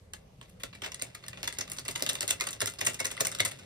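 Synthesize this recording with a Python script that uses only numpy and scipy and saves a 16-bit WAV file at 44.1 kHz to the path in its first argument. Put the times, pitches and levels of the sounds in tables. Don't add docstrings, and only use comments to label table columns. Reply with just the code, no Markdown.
import sys
import numpy as np
from scipy import signal
from scipy.fft import rfft, irfft, next_fast_len
from scipy.io import wavfile

SR = 44100
rng = np.random.default_rng(int(sys.argv[2]) if len(sys.argv) > 2 else 0)


def store_pcm(level_fs):
    pcm = np.round(np.clip(level_fs, -1, 1) * 32767).astype(np.int16)
    wavfile.write(sys.argv[1], SR, np.atleast_2d(pcm).T)


def amplitude_ratio(level_db):
    exponent = np.asarray(level_db, float) / 20
    return 10 ** exponent


N = 160965

# pitch_hz, level_db (per Hz)
HUM_COLOUR = [(30, -1.5), (55, -5), (120, -4.5), (210, -4), (260, -25), (450, -15.5), (1200, -31),
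              (12000, -41)]
# pitch_hz, likeness (0-1)
HUM_LIKENESS = [(180, 0.97), (320, 0.64), (700, 0)]
HUM_DB = -53.5
HUM_TONE_HZ, HUM_TONE_WIDTH_HZ, HUM_TONE_DB = 113.2, 24, -2.5

# start_s, level_db (peak),
# bright_db, swell_ms, pitch_hz (ring)
CREASES = [(0.1335, -21, -2.5, 2.13, 3090), (0.4117, -25.5, -37, 1.2, 3170),
           (0.4927, -50, 1, 3.4, 4600), (0.5945, -38, -10.5, 11, 3330),
           (0.6329, -16, -9.5, 1.68, 2260), (0.7253, -33.5, -25, 6.5, 2330),
           (0.7483, -31, -11.5, 2.6, 2280), (0.8181, -16.5, -11.5, 1.4, 3200),
           (0.832, -23, -24, 7.4, 2240), (0.8427, -19.5, -16, 3.8, 3430),
           (0.9167, -29, -10, 3.6, 5660), (0.9434, -28.5, 0, 2.15, 3840),
           (0.9934, -26.5, -22, 2.5, 6400), (1.0149, -22, -15, 1.8, 2770),
           (1.0207, -20, 8.5, 1.62, 2080), (1.1463, -25.5, -7, 3.4, 2390),
           (1.2249, -38, -33, 1.1, 2100), (1.2349, -28.5, -19, 3.87, 4250),
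           (1.2621, -35.4, -20, 2, 5900), (1.2818, -25, 1.2, 1.4, 5130),
           (1.3302, -23, -39, 1.2, 1980), (1.3531, -45, -27, 2.9, 2130),
           (1.3721, -23, -52, 1.4, 1830), (1.405, -47, -16.3, 2, 3450),
           (1.4296, -10.5, -12.5, 0.74, 4270), (1.4331, -28.5, -6, 7.9, 3020),
           (1.4739, -15.5, -9, 3.1, 3490), (1.5249, -22.5, -2.5, 0.98, 2010),
           (1.5475, -40, -25, 1.9, 2050), (1.5662, -33, -20, 4.4, 2750),
           (1.5848, -15, -5, 1.96, 6400), (1.6754, -27, -14, 2.1, 1160),
           (1.6984, -22.5, -3, 0.94, 3680), (1.7156, -19.5, -4, 2.23, 2020),
           (1.7331, -37, 6, 1.2, 2070), (1.7646, -27, -10.4, 1, 2280), (1.7701, -35, 4.0, 1.97, 1260),
           (1.7833, -17.5, -23, 2.2, 4550),
           (1.7923, -30.5, 2, 2.1, 2020), (1.8494, -28, -7, 2.7, 4200),
                   (1.858, -24, -17, 1.6, 5060), (1.8789, -17, -1, 1.9, 4200),
                   (1.9085, -25, -1.5, 2.7, 6500), (1.95, -21, -20, 4.7, 3480),
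                   (1.9561, -16.5, -8.5, 3, 3000), (1.9765, -29, -2, 1.5, 2900),
                   (1.993, -25.5, -12, 4, 1240), (2.004, -22, -16, 1.5, 4970),
                   (2.0224, -14.5, 2, 1.2, 6520), (2.035, -28, -13, 1.6, 5900),
                   (2.0623, -15.5, -7.8, 1.6, 3700), (2.068, -18.5, -21, 1.5, 3670),
                   (2.0889, -12.1, -6.5, 4.9, 3560), (2.1302, -28.5, 12, 1.1, 5100),
                   (2.1375, -30, -8, 1.1, 3600), (2.1514, -17, -7, 1.9, 3580),
                   (2.1854, -26, -26, 1.3, 3700), (2.2053, -16, -4.5, 2.4, 2840),
                   (2.21, -26, -12, 5.2, 3470), (2.2202, -28.5, 1.5, 2.3, 3700),
                   (2.2264, -14, -8, 2.4, 1980), (2.2769, -16, -0.5, 2.3, 3600),
                   (2.295, -27.5, 8, 2.6, 3660), (2.301, -16.5, -2, 4, 2980), (2.306, -16, -3, 3.36, 3470),
                   (2.3265, -40, 9, 1.9, 4670), (2.3976, -19, -13, 3.1, 2100), (2.4073, -12, -7, 1.6, 2110),
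                   (2.4375, -24, -8, 1.8, 1400), (2.4668, -14.5, -13.5, 3.4, 4760),
                   (2.4846, -22, -6, 3.6, 3900), (2.5057, -29.5, 9.5, 1.6, 6120),
                   (2.5272, -27, -6, 3.3, 3550), (2.598, -32, -16, 2, 5200), (2.6031, -16, -12, 2.98, 2870),
                   (2.6125, -11.5, -6, 3.5, 1330),
           (2.6466, -46, -12, 2.1, 1430), (2.6578, -16.5, -1, 1.2, 2800),
                 (2.6699, -16, -5.4, 4.4, 1400), (2.6973, -29.5, 3, 1.24, 3740),
                 (2.736, -37, 0.9, 1.85, 2150), (2.7851, -22.5, -11, 3.7, 5250),
                 (2.811, -14.6, -9, 1.8, 2030), (2.8462, -22, -2, 4.3, 1940), (2.8624, -20, 3, 3.9, 1980),
                 (2.8666, -15.5, -10.5, 3.4, 1200), (2.8795, -36, 10, 1.8, 2030),
                 (2.896, -36, 11, 1.3, 3620), (2.9319, -32.8, 1, 2.04, 4500), (2.941, -27, -3, 3.3, 3030),
                 (2.9877, -25.5, -10, 7.1, 2100), (2.9988, -10, -9.5, 2.9, 2200),
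                 (3.043, -18.5, -8.5, 4.7, 1810), (3.0526, -16, -2, 2.1, 1970),
                 (3.065, -28.5, 6, 2.3, 6240), (3.1024, -29.5, -16, 2.3, 3430),
                 (3.1122, -20.5, -2.5, 2.3, 3550), (3.165, -26.5, -41, 3.5, 1170),
                 (3.1754, -19.5, -32, 1.3, 2030), (3.1946, -20, -24, 7.3, 1995),
                 (3.2042, -17.5, 4, 3.3, 1940), (3.247, -13, -7, 5.2, 2970), (3.2663, -21.5, 3.1, 3, 2110),
                 (3.28, -30, 4, 1.8, 4240), (3.3147, -25, -4.5, 2.25, 5270), (3.3207, -22, -8, 2.4, 3620),
                 (3.3476, -21, -3, 2.1, 3750), (3.3856, -25, -5, 2.51, 3720),
                 (3.3951, -10.5, -23, 4.6, 2080), (3.402, -19, -1.5, 3.3, 1960),
                 (3.4486, -14.5, 1.5, 2.63, 2000), (3.4765, -27, 4.0, 1.9, 4390),
                 (3.509, -24, -12.5, 4.8, 1940), (3.5847, -36.5, -11.5, 5.7, 1210)]
# start_s, level_db (peak)
PLAIN_CREASES = [
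    (0.425, -44),
    (0.858, -23.5),
    (1.607, -18.5),
    (1.884, -22.5),
    (2.284, -16.5),
    (2.412, -18.5),
    (2.618, -28.5),
    (2.806, -18.5),
    (3.454, -13),
]
# bright_db, swell_ms, pitch_hz (ring)
PLAIN_CREASE_COLOUR = (-9.5, 3.84, 2080)
SNAPS_PER_S, SNAP_CLUMP_DB, SNAP_SPREAD_DB, CLUMPS_PER_S = 5000, -2, 3, 263
CREASE_DB, BRIGHT_DB, COLOUR_CHANCE_DB = -12, 12.5, 3.0
HOLLOW_DB, HOLLOW_LAG_S = -11.5, 0.0017
SETTLE_DB, SETTLE_S = -14, 0.02
FACET_DB, FACET_SHARPNESS, STRAY_DB = 12.5, 37, -4

# start_s, level_db
FINGER_GRIP = [
    (0, -80),
    (1.2, -57.5),
    (2.1, -60.5),
    (3.45, -54),
    (3.65, -53),
]
RUSTLE_PER_S, RUSTLE_CLUMP_DB, RUSTLE_DB = 4000, 3, -9.5
RUSTLE_TILT_DB, HANDLING_S = -2.5, 0.016

# pitch_hz, level_db (per Hz)
PAPER_COLOUR = [(200, -2.5), (400, 3.5), (800, -4.5), (2000, -4), (3300, -4.5), (9500, -5), (12800, -20.5),
                (16000, -16.5)]
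# pitch_hz, width_hz, level_db
POUCH_RINGS = [(600, 85, 3.5), (2018, 110, 3), (2740, 200, 3), (3550, 260, 0.5)]

# start_s, level_db (peak)
WALL_FLAPS = [(0.633, -52), (1.019, -42), (1.581, -43.5), (1.884, -37), (2.017, -33.5), (2.225, -35.5),
              (2.415, -41), (2.62, -33), (2.814, -39), (3.001, -37), (3.204, -28.5), (3.4, -36)]
FLAP_SWELL_S, FLAP_DB = 0.0049, 6
THUD_HZ, THUD_WIDTH_HZ, THUD_DB = 103, 10.7, 13.5

KITCHEN_T60_S, KITCHEN_DB, WALL_CUT_HZ = 0.14, -10.5, 5700

# pitch_hz, level_db
PORT_FACING = [(330, -6), (1100, 4.5), (5300, -3), (7000, 1)]
PORT_LAG_S, PORT_TURN_RAD, TURN_FROM_HZ, TURN_FADE_HZ = 0.000217, 2.23, 275, 3000
APART, ALIKE_FROM_HZ = 0.45, 6500
RUMBLE_CUT_HZ, TOP_CUT_HZ = 46, 17200


def rms_one(x):
    return x / np.sqrt(np.mean(x ** 2) + 1e-20)


def at_hz(points, hz):
    table = np.array(points)
    return np.interp(np.log(hz), np.log(table[:, 0]), table[:, 1])


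def drift(rate_hz):
    r = np.exp(-2 * np.pi * rate_hz / SR)
    run_in = 9000
    wander = signal.lfilter([1], [1, -2 * r, r * r], rng.standard_normal(N + run_in))
    return rms_one(wander[run_in:])


def band(x, low_hz, high_hz):
    sos = signal.butter(2, [low_hz, min(high_hz, .48 * SR)], "band", fs=SR, output="sos")
    return signal.sosfilt(sos, x + 1e-18)


def resonance(x, hz, width_hz):
    r = np.exp(-np.pi * width_hz / SR)
    feed = np.array([1, 0, -1]) * (1 - r * r) / 2
    return signal.lfilter(feed, [1, -2 * r * np.cos(2 * np.pi * hz / SR), r * r], x)


def hum():
    out = 0
    edges = 25 * 2 ** np.arange(0, 9.4, .5)
    white = rng.standard_normal((2, 2, N))
    for k, (low, high) in enumerate(zip(edges, edges[1:])):
        mid, side = band(white[k % 2], low, high)
        hz = np.sqrt(low * high)
        alike = np.clip(at_hz(HUM_LIKENESS, hz), 0, 1)
        stereo = np.sqrt(1 + alike) * mid + np.sqrt(1 - alike) * side * [[1], [-1]]
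        out = out + amplitude_ratio(at_hz(HUM_COLOUR, hz) + 2.35 * drift(3.5)) * stereo
    tone = resonance(out, HUM_TONE_HZ, HUM_TONE_WIDTH_HZ)
    return amplitude_ratio(HUM_DB) * rms_one(out + amplitude_ratio(HUM_TONE_DB) * tone)


def snaps(per_s, clump_db):
    sizes_db = SNAP_SPREAD_DB * np.minimum(rng.exponential(1, (2, N)), 4)
    sizes = amplitude_ratio(sizes_db) * rng.choice([-1, 1], (2, N))
    hits = rng.random((2, N)) < per_s / SR
    return rms_one(sizes * hits * amplitude_ratio(clump_db * drift(CLUMPS_PER_S)))


def rustle(working):
    start_s, grip_db = np.transpose(FINGER_GRIP)
    grip = amplitude_ratio(np.interp(np.arange(N) / SR, start_s, grip_db))
    return snaps(RUSTLE_PER_S, RUSTLE_CLUMP_DB) * (grip + amplitude_ratio(RUSTLE_DB) * working)


def crease_rows():
    plain = [(s, db, *PLAIN_CREASE_COLOUR) for s, db in PLAIN_CREASES]
    return np.vstack([CREASES, plain])


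def swell_s(swell_ms):
    return max(swell_ms, .3) / 1000


def creases(centres_hz, hollow):
    t = np.arange(SR // 8) / SR
    bright = np.clip(np.log2(centres_hz / 4000), 0, 1)
    out = np.zeros((len(centres_hz), N + SR))
    for s, db, bright_db, swell_ms, _ in crease_rows():
        u = t / (swell_s(swell_ms) + HOLLOW_LAG_S * hollow)[:, None]
        swell = (u * np.exp(1 - u)) ** 2
        settle = amplitude_ratio(SETTLE_DB) * np.exp(-t / SETTLE_S) * (1 - np.exp(-u))
        level_db = db + CREASE_DB + bright * (bright_db + BRIGHT_DB) + hollow * HOLLOW_DB
        chance_db = COLOUR_CHANCE_DB * rng.standard_normal(len(centres_hz))
        i = int(s * SR)
        out[:, i:i + len(t)] += amplitude_ratio(level_db + chance_db)[:, None] * (swell + settle)
    return out[:, :N]


def facets(crack):
    out = np.zeros((2, N + SR))
    t = np.arange(SR // 25) / SR
    rows = crease_rows()
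    crack = np.pad(crack, [(0, 0), (0, SR)])
    strays_hz = 700 * 16 ** rng.random((len(rows), 3))
    for (s, db, _, swell_ms, hz), others in zip(rows, strays_hz):
        i = int(s * SR)
        u = t / swell_s(swell_ms)
        burst = amplitude_ratio(db + CREASE_DB + FACET_DB) * crack[:, i:i + len(t)] * (u * np.exp(1 - u)) ** 2
        stray = sum(resonance(burst, other, other / FACET_SHARPNESS) for other in others)
        out[:, i:i + len(t)] += resonance(burst, hz, hz / FACET_SHARPNESS) + amplitude_ratio(STRAY_DB) * stray
    return out[:, :N]


def flaps(hollow):
    t = np.arange(SR // 8) / SR
    u = t / FLAP_SWELL_S
    out = np.zeros((len(hollow), N + SR))
    for s, db in WALL_FLAPS:
        i = int(s * SR)
        chance_db = COLOUR_CHANCE_DB * rng.standard_normal(len(hollow))
        level = amplitude_ratio(db + FLAP_DB + chance_db) * hollow ** 2
        out[:, i:i + len(t)] += level[:, None] * u * np.exp(1 - u)
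    return out[:, :N]


def sachet():
    edges = 190 * 2 ** np.arange(0, 6.6, .4)
    centres = np.sqrt(edges[1:] * edges[:-1])
    hollow = np.clip(np.log2(1300 / centres), 0, 1)
    shapes = creases(centres, hollow) + flaps(hollow)
    crack = snaps(SNAPS_PER_S, SNAP_CLUMP_DB)
    span = int(HANDLING_S * SR)
    working = np.sqrt(signal.lfilter([1 / span], [1, 1 / span - 1], shapes[9] ** 2) + 1e-12)
    rubbing = rustle(working)
    paper = 0
    for k, hz in enumerate(centres):
        dulling = amplitude_ratio(RUSTLE_TILT_DB * np.log2(max(hz / 3000, 1)))
        layer = band(crack * shapes[k] + dulling * rubbing, edges[k], edges[k + 1])
        paper = paper + (-1) ** k * amplitude_ratio(at_hz(PAPER_COLOUR, hz)) * layer
    pouch = sum(amplitude_ratio(db) * resonance(paper, hz, width) for hz, width, db in POUCH_RINGS)
    thud = amplitude_ratio(THUD_DB) * resonance(crack[0] * shapes[0], THUD_HZ, THUD_WIDTH_HZ)
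    return paper + pouch + facets(crack), thud


def kitchen(x):
    size = next_fast_len(N + SR)
    w = 2 * np.pi * np.arange(size // 2 + 1) / size
    echoes = np.zeros((2, size // 2 + 1), complex)
    walls = 1 / (1 + 1j * w * SR / (2 * np.pi * WALL_CUT_HZ * 2)) ** 2
    for k, lag in enumerate(rng.uniform(0.0068, 0.032, 16) * SR):
        loop = amplitude_ratio(-60 * lag / SR / KITCHEN_T60_S) * np.exp(-1j * w * lag) * walls
        echoes[k % 2] += (-1) ** (k // 2) * loop / (1 - loop)
    return irfft(echoes * rfft(x, size), size)[:, :N]


def two_ports(near, other):
    hz = np.arange(N // 2 + 1) * SR / N
    other = APART * irfft(rfft(other) / (1 + (hz / ALIKE_FROM_HZ) ** 4), N)
    turn_rad = PORT_TURN_RAD * np.minimum(hz / TURN_FROM_HZ, 1) ** 2 * np.exp(-(hz / TURN_FADE_HZ) ** 2)
    facing = amplitude_ratio(at_hz(PORT_FACING, hz + 1) / 2)
    delay = np.exp(1j * (turn_rad - 2 * np.pi * hz * PORT_LAG_S))
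    left = irfft(rfft(near + other) * facing * delay, N)
    right = irfft(rfft(near - other) / facing, N)
    return np.array([left, right])


def scene():
    (near, other), thud = sachet()
    return two_ports(near, other) + thud + amplitude_ratio(KITCHEN_DB) * kitchen(near) + hum()


def top_cut(x):
    return signal.sosfilt(signal.butter(12, 16490, fs=SR, output="sos"), x)


def record(dry):
    x = signal.sosfilt(signal.butter(4, RUMBLE_CUT_HZ, "high", fs=SR, output="sos"), dry)
    x = signal.sosfilt(signal.cheby2(12, 70, TOP_CUT_HZ, fs=SR, output="sos"), x)
    return top_cut(x)


dry = scene()
out = record(dry)
store_pcm(out)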